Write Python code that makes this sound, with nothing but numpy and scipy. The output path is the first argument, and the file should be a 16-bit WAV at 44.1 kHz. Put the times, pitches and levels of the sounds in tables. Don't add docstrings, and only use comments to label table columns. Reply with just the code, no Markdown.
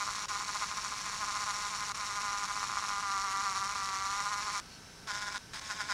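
import sys
import numpy as np
from scipy import signal
from scipy.fft import rfft, irfft
from scipy.io import wavfile
from scipy.ndimage import uniform_filter1d

SR = 44100
rng = np.random.default_rng(int(sys.argv[2]) if len(sys.argv) > 2 else 0)


def generate_wav(signal):
    frames = np.transpose(np.atleast_2d(signal))
    scaled = np.clip(frames, -1, 1) * 32767
    pcm = np.round(scaled).astype(np.int16)
    wavfile.write(sys.argv[1], SR, pcm)


N = 261513
TIME = np.arange(N) / SR
FREQ = np.maximum(np.fft.rfftfreq(N, 1 / SR), 1)
FLAT = TIME < 4.85


def amp(db):
    return 10 ** (np.asarray(db) / 20)


def unit(x):
    return x / np.std(x)


def curve(rows):
    times, values = np.transpose(rows)
    return np.interp(TIME, times, values)


def smooth(x, seconds):
    size = max(int(seconds * SR), 1)
    return uniform_filter1d(uniform_filter1d(x, size), size)


def wander(seconds):
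    return unit(smooth(rng.standard_normal(N), seconds))


def lag(x, seconds):
    keep = np.exp(-1 / (seconds * SR))
    return x[0] + signal.lfilter([1 - keep], [1, -keep], x - x[0])


def spells(rows, ease_s):
    return smooth(sum(value * ((TIME > start) & (TIME < end)) for start, end, value in rows), ease_s)


def hump(at_s, half_s):
    near = slice(*np.searchsorted(TIME, [at_s - 4 * half_s, at_s + 4 * half_s]))
    out = np.zeros(N)
    out[near] = np.exp(-.5 * np.abs((TIME[near] - at_s) / half_s) ** 3)
    return out


def colour(x, points):
    hz, db = np.transpose(points)
    octaves_outside = np.log2(FREQ / np.clip(FREQ, hz.min(), hz.max()))
    gain = amp(np.interp(np.log(FREQ), np.log(hz), db) - 20 * np.abs(octaves_outside))
    return irfft(rfft(x) * gain, N)


def ring(x, modes, low_hz=330):
    power = sum(amp(2 * db) / (1 + (hz / width * (FREQ / hz - hz / FREQ)) ** 2) ** 2
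                for hz, width, db in modes)
    return irfft(rfft(x) * 1j * np.sqrt(power / (1 + (low_hz / FREQ) ** 4)), N)


def room(level_db=-56.5):
    # f/Hz, relative level/dB
    rumble_tone = [(12, -39), (20, 0.5), (98, 0.5), (194, -0.5), (303, -6.5), (363, -7), (401, -5),
                   (467, -8.5), (560, -7), (730, -34), (1230, -120)]
    return amp(level_db) * unit(colour(rng.standard_normal(N), rumble_tone))


def bench(x, echo_db=-17, fade_s=0.062):
    tail = rng.standard_normal(N) * amp(-60 * TIME / fade_s) * (TIME > .001)
    return x + amp(echo_db) * signal.fftconvolve(x, tail / np.linalg.norm(tail))[:N]


def shaft(load, touch, free_hz=219.65, sag_hz=28, inertia_s=0.03525, waver_hz=1.7):
    # t/s, f/Hz
    flat_speed = [(0, 206.4), (.2, 208.7), (.36, 204.2), (.8, 209.3), (2, 205.9), (2.4, 203.1),
                  (2.75, 205.4), (3.02, 201.5), (3.14, 195.8), (3.2, 199.5), (3.32, 192.1), (3.43, 202.7),
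                  (3.53, 190.7), (3.73, 204.2), (3.8, 194.9), (4, 194.4), (4.25, 205.3), (4.6, 207)]
    # t/s, f/Hz
    edge_speed = [(5.07, 208.1), (5.36, 206.5), (5.55, 215.1), (5.65, 215.2), (5.74, 209.4), (5.93, 205.4)]
    slowing = free_hz - curve([*flat_speed, *edge_speed]) + waver_hz * wander(.012)
    felt_load = lag(load, inertia_s)
    sag = sag_hz * touch * (felt_load - smooth(felt_load, .075))
    return np.cumsum(free_hz - lag(touch, 0.0209) * slowing - sag) / SR


def harmonics(turns, rows, waver_db=2.0):
    return sum(amp(db + waver_db * wander(0.029)) * np.sin(2 * np.pi * (multiple * turns + rng.random()))
               for multiple, db in rows)


def motor(turns, load, tone_boost_db=3.0, hiss_db=-54.5, ripple=0.33):
    # multiple of the shaft speed, relative level/dB
    whine_tones = [(6, -68), (7, -66), (8, -74), (10, -79), (12, -80), (14, -82.5), (16, -80), (17, -79),
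                   (18, -70), (20, -72), (21, -88), (24, -71), (25, -72), (27, -87), (28, -71), (38, -82),
                   (42, -78), (50, -87)]
    # multiple of the shaft speed, relative level/dB
    strain_tones = [(8, -78), (9, -60.5), (10, -57), (11, -56.5), (12, -59.5), (13, -72)]
    # f/Hz, relative level/dB
    hiss_tone = [(350, -73), (600, -4), (1250, -4), (1560, -2), (1690, -5.5), (2540, -8), (4430, -10.5),
                 (5360, -2.5), (6950, -13), (9630, -16), (10000, -17), (10900, -20.5), (15500, -31)]
    # t/s, level/dB
    bearing_swell = [(4.55, -87), (4.62, -66), (4.75, -53.5), (4.78, -66), (4.82, -87)]
    # f/Hz, width/Hz, relative level/dB
    bearing_modes = [(2790, 780, -11), (4400, 450, -2.5), (5760, 293, -5.5), (6750, 1500, -16)]
    whine = harmonics(turns, whine_tones) + load * harmonics(turns, strain_tones)
    pulsing = 1 + ripple * np.cos(2 * np.pi * turns)
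    hiss = unit(colour(rng.standard_normal(N) * pulsing, hiss_tone))
    bearing = amp(curve(bearing_swell)) * unit(ring(rng.standard_normal(N), bearing_modes))
    return amp(tone_boost_db) * whine + amp(hiss_db) * hiss + bearing


def grit(turns, strength, focus=1.3, drag=0.39, lead_turns=0.075, patchy_db=1.08, burst_hz=3000):
    # f/Hz, relative level/dB
    flat_tone = [(500, -25.5), (900, 0), (1500, 0), (2200, -1.5), (3200, -7.5), (4350, -1), (4950, -6.5),
                 (5600, 1.5), (6300, -4.5), (6700, -2), (8200, -12.5), (9700, -14.5), (11500, -25.5),
                 (15700, -38.5)]
    # f/Hz, relative level/dB
    edge_tone = [(500, -15), (900, 1.5), (1800, 5), (2850, -5), (3600, 2.5), (4300, -3), (5150, 1.5),
                 (5900, -2), (6500, -1.5), (7500, -7), (9500, -14.5), (11500, -24), (15700, -35)]
    grain_db, scatter_db = 1.5, 1.6
    grains = unit(rng.standard_normal(N) * amp(grain_db * rng.exponential(size=N)))
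    turn_gain = amp(scatter_db * rng.standard_normal(N))[(turns + .5).astype(int)]
    burst = grains * turn_gain * np.exp(focus * (np.cos(2 * np.pi * (turns + lead_turns)) - 1))
    bright_burst = signal.sosfilt(signal.butter(2, burst_hz, "high", fs=SR, output="sos"), burst)
    rasp = bright_burst + drag * rng.standard_normal(N)
    rasp *= amp(patchy_db * wander(.011))
    return sum(colour(rasp * strength * here, tone) / np.std(colour(rasp, tone))
               for here, tone in [(FLAT, flat_tone), (~FLAT, edge_tone)])


def bounce(scatter_db=.5, length_scatter=0.13):
    # first t/s, last t/s, number of bites, first level/dB, last level/dB, half a bite/s
    runs = [(0.02, 0.236, 4, 6.5, 3.5, 0.018), (0.309, 0.413, 3, 7, 7.5, 0.012),
            (0.494, 0.629, 3, 11, 12, .014), (0.714, 1.15, 7, 9, 9, 0.015), (1.227, 1.421, 4, 12, 9, 0.018),
            (1.496, 1.662, 4, 10, 5.5, .018), (1.74, 1.899, 3, 9, 5.5, 0.018),
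            (2.023, 2.176, 3, 7, 5, .017), (2.435, 2.842, 7, 6.5, 5, .014), (4.077, 4.391, 6, 3, 5, 0.016),
            (4.487, 4.559, 2, 9, 11, .017), (5.104, 5.23, 3, 8.5, 3, 0.018),
            (5.282, 5.354, 2, 9, 5.5, 0.015), (5.712, 5.914, 3, 11.5, 10, .017)]
    bites = [(at_s, db, half_s) for first, last, count, first_db, last_db, half_s in runs
             for at_s, db in np.linspace((first, first_db), (last, last_db), count)]
    chance = rng.standard_normal((len(bites), 2))
    return sum((db + scatter_db * deeper) * hump(at_s, half_s * np.exp(length_scatter * longer))
               for (at_s, db, half_s), (deeper, longer) in zip(bites, chance))


def skips(half_s=0.0057, landing_s=0.012, rebound=0.12):
    # t/s, change in level/dB
    jumps = [(1.452, -10), (2.472, -7), (2.81, -7), (2.877, -6), (3.019, -14), (3.424, -8), (3.682, -13),
             (3.745, -13), (5.338, -8), (5.878, -3)]
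    return sum(db * (hump(at_s, half_s) - rebound * hump(at_s + landing_s, half_s)) for at_s, db in jumps)


def knocks(turns, force, looseness, scatter_db=1.3, jitter_turns=.011, least_swing_db=1.35, slip=.08):
    # f/Hz, width/Hz, relative level/dB
    flat_modes = [(394, 120, -27), (658, 70, -13.5), (798, 126, -9), (1072, 167, 4), (1188, 83, 5.5),
                  (1367, 203, 1), (1970, 230, -14.5), (2200, 270, -40), (4330, 500, -25), (5270, 680, -34)]
    # f/Hz, width/Hz, relative level/dB
    edge_modes = [(664, 150, -12.5), (827, 170, -7), (1053.4, 170, 3), (1237, 285, -9), (1445.4, 211, 5.5),
                  (1685, 210, -5), (1900, 310, -9), (2306, 140, -25), (3560, 780, -33), (5200, 770, -8)]
    # start t/s, end t/s, swing in level/dB
    chatter = [(.04, .2, 7), (.3, 1.15, 3), (2.55, 2.92, 7)]
    count = np.arange(1, int(turns[-1]))
    later, harder = rng.standard_normal((2, len(count))) * np.interp(count, turns, looseness)
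    place = np.interp(count + jitter_turns * later, turns, np.arange(N))
    swing_db = np.interp(count, turns, np.maximum(spells(chatter, .04), least_swing_db))
    strong = (-1) ** (count + np.cumsum(rng.random(len(count)) < slip))
    swing_power = (amp(2 * swing_db) + amp(-2 * swing_db)) / 2
    size = amp(scatter_db * harder + strong * swing_db) / np.sqrt(swing_power)
    nearby = place.astype(int)[:, None] + np.arange(-7, 9)
    clicks = size[:, None] * np.sinc(nearby - place[:, None]) * np.hanning(nearby.shape[1])
    blows = np.zeros(N)
    np.add.at(blows, nearby.clip(0, N - 1), clicks)
    return sum(ring(blows * force * here, modes) / np.std(ring(blows, modes))
               for here, modes in [(FLAT, flat_modes), (~FLAT, edge_modes)])


def scene(firm_db=-38, grit_db=-41, tremor_db=1.34, touchdown_boost_db=2):
    # start t/s, end t/s, level/dB added to grit_db
    contacts = [(-.1, .259, -.2), (.284, 1.922, .2), (1.944, 4.603, -.2), (5.071, 5.381, -4.8),
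                (5.534, 5.599, -2.5), (5.613, 6.1, -4.8)]
    # t/s, level/dB
    pressure = [(0, -38), (.08, -43.5), (.22, -45.5), (.35, -42), (.55, -47.5), (1.15, -47), (1.5, -44.5),
                (2, -44), (2.35, -35), (2.45, -42.5), (2.7, -41.5), (2.95, -35.5), (3.6, -36), (4, -38),
                (4.35, -39.5), (4.6, -47), (5.07, -45.5), (5.35, -45), (5.64, -49.5), (5.93, -45)]
    touch = spells([(start, end, 1.) for start, end, _ in contacts], .004)
    grit_level = spells([(start, end, amp(grit_db + db)) for start, end, db in contacts], .004)
    bite_db = bounce() + tremor_db * wander(0.02)
    skip_db = skips()
    touchdown_db = touchdown_boost_db * sum(hump(start + .005, .008) for start, _, _ in contacts)
    force = amp(curve(pressure) + bite_db + skip_db + touchdown_db)
    load = force / amp(firm_db)
    turns = shaft(touch * load, touch)
    blows = knocks(turns, touch * force, looseness=np.clip(1 / load, .55, 1.4))
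    bite_share, skip_share = np.where(FLAT, 0.094, .55), 0.18
    scrape = grit(turns, grit_level * amp(touchdown_db + bite_share * bite_db + skip_share * skip_db))
    rumble = room()
    whine = motor(turns, touch * np.sqrt(load))
    return (bench(blows + scrape + whine) + rumble)[None]


def record(dry, top_hz=15800):
    return signal.sosfilt(signal.ellip(10, .2, 70, top_hz, fs=SR, output="sos"), dry)


dry = scene()
out = record(dry)
generate_wav(out)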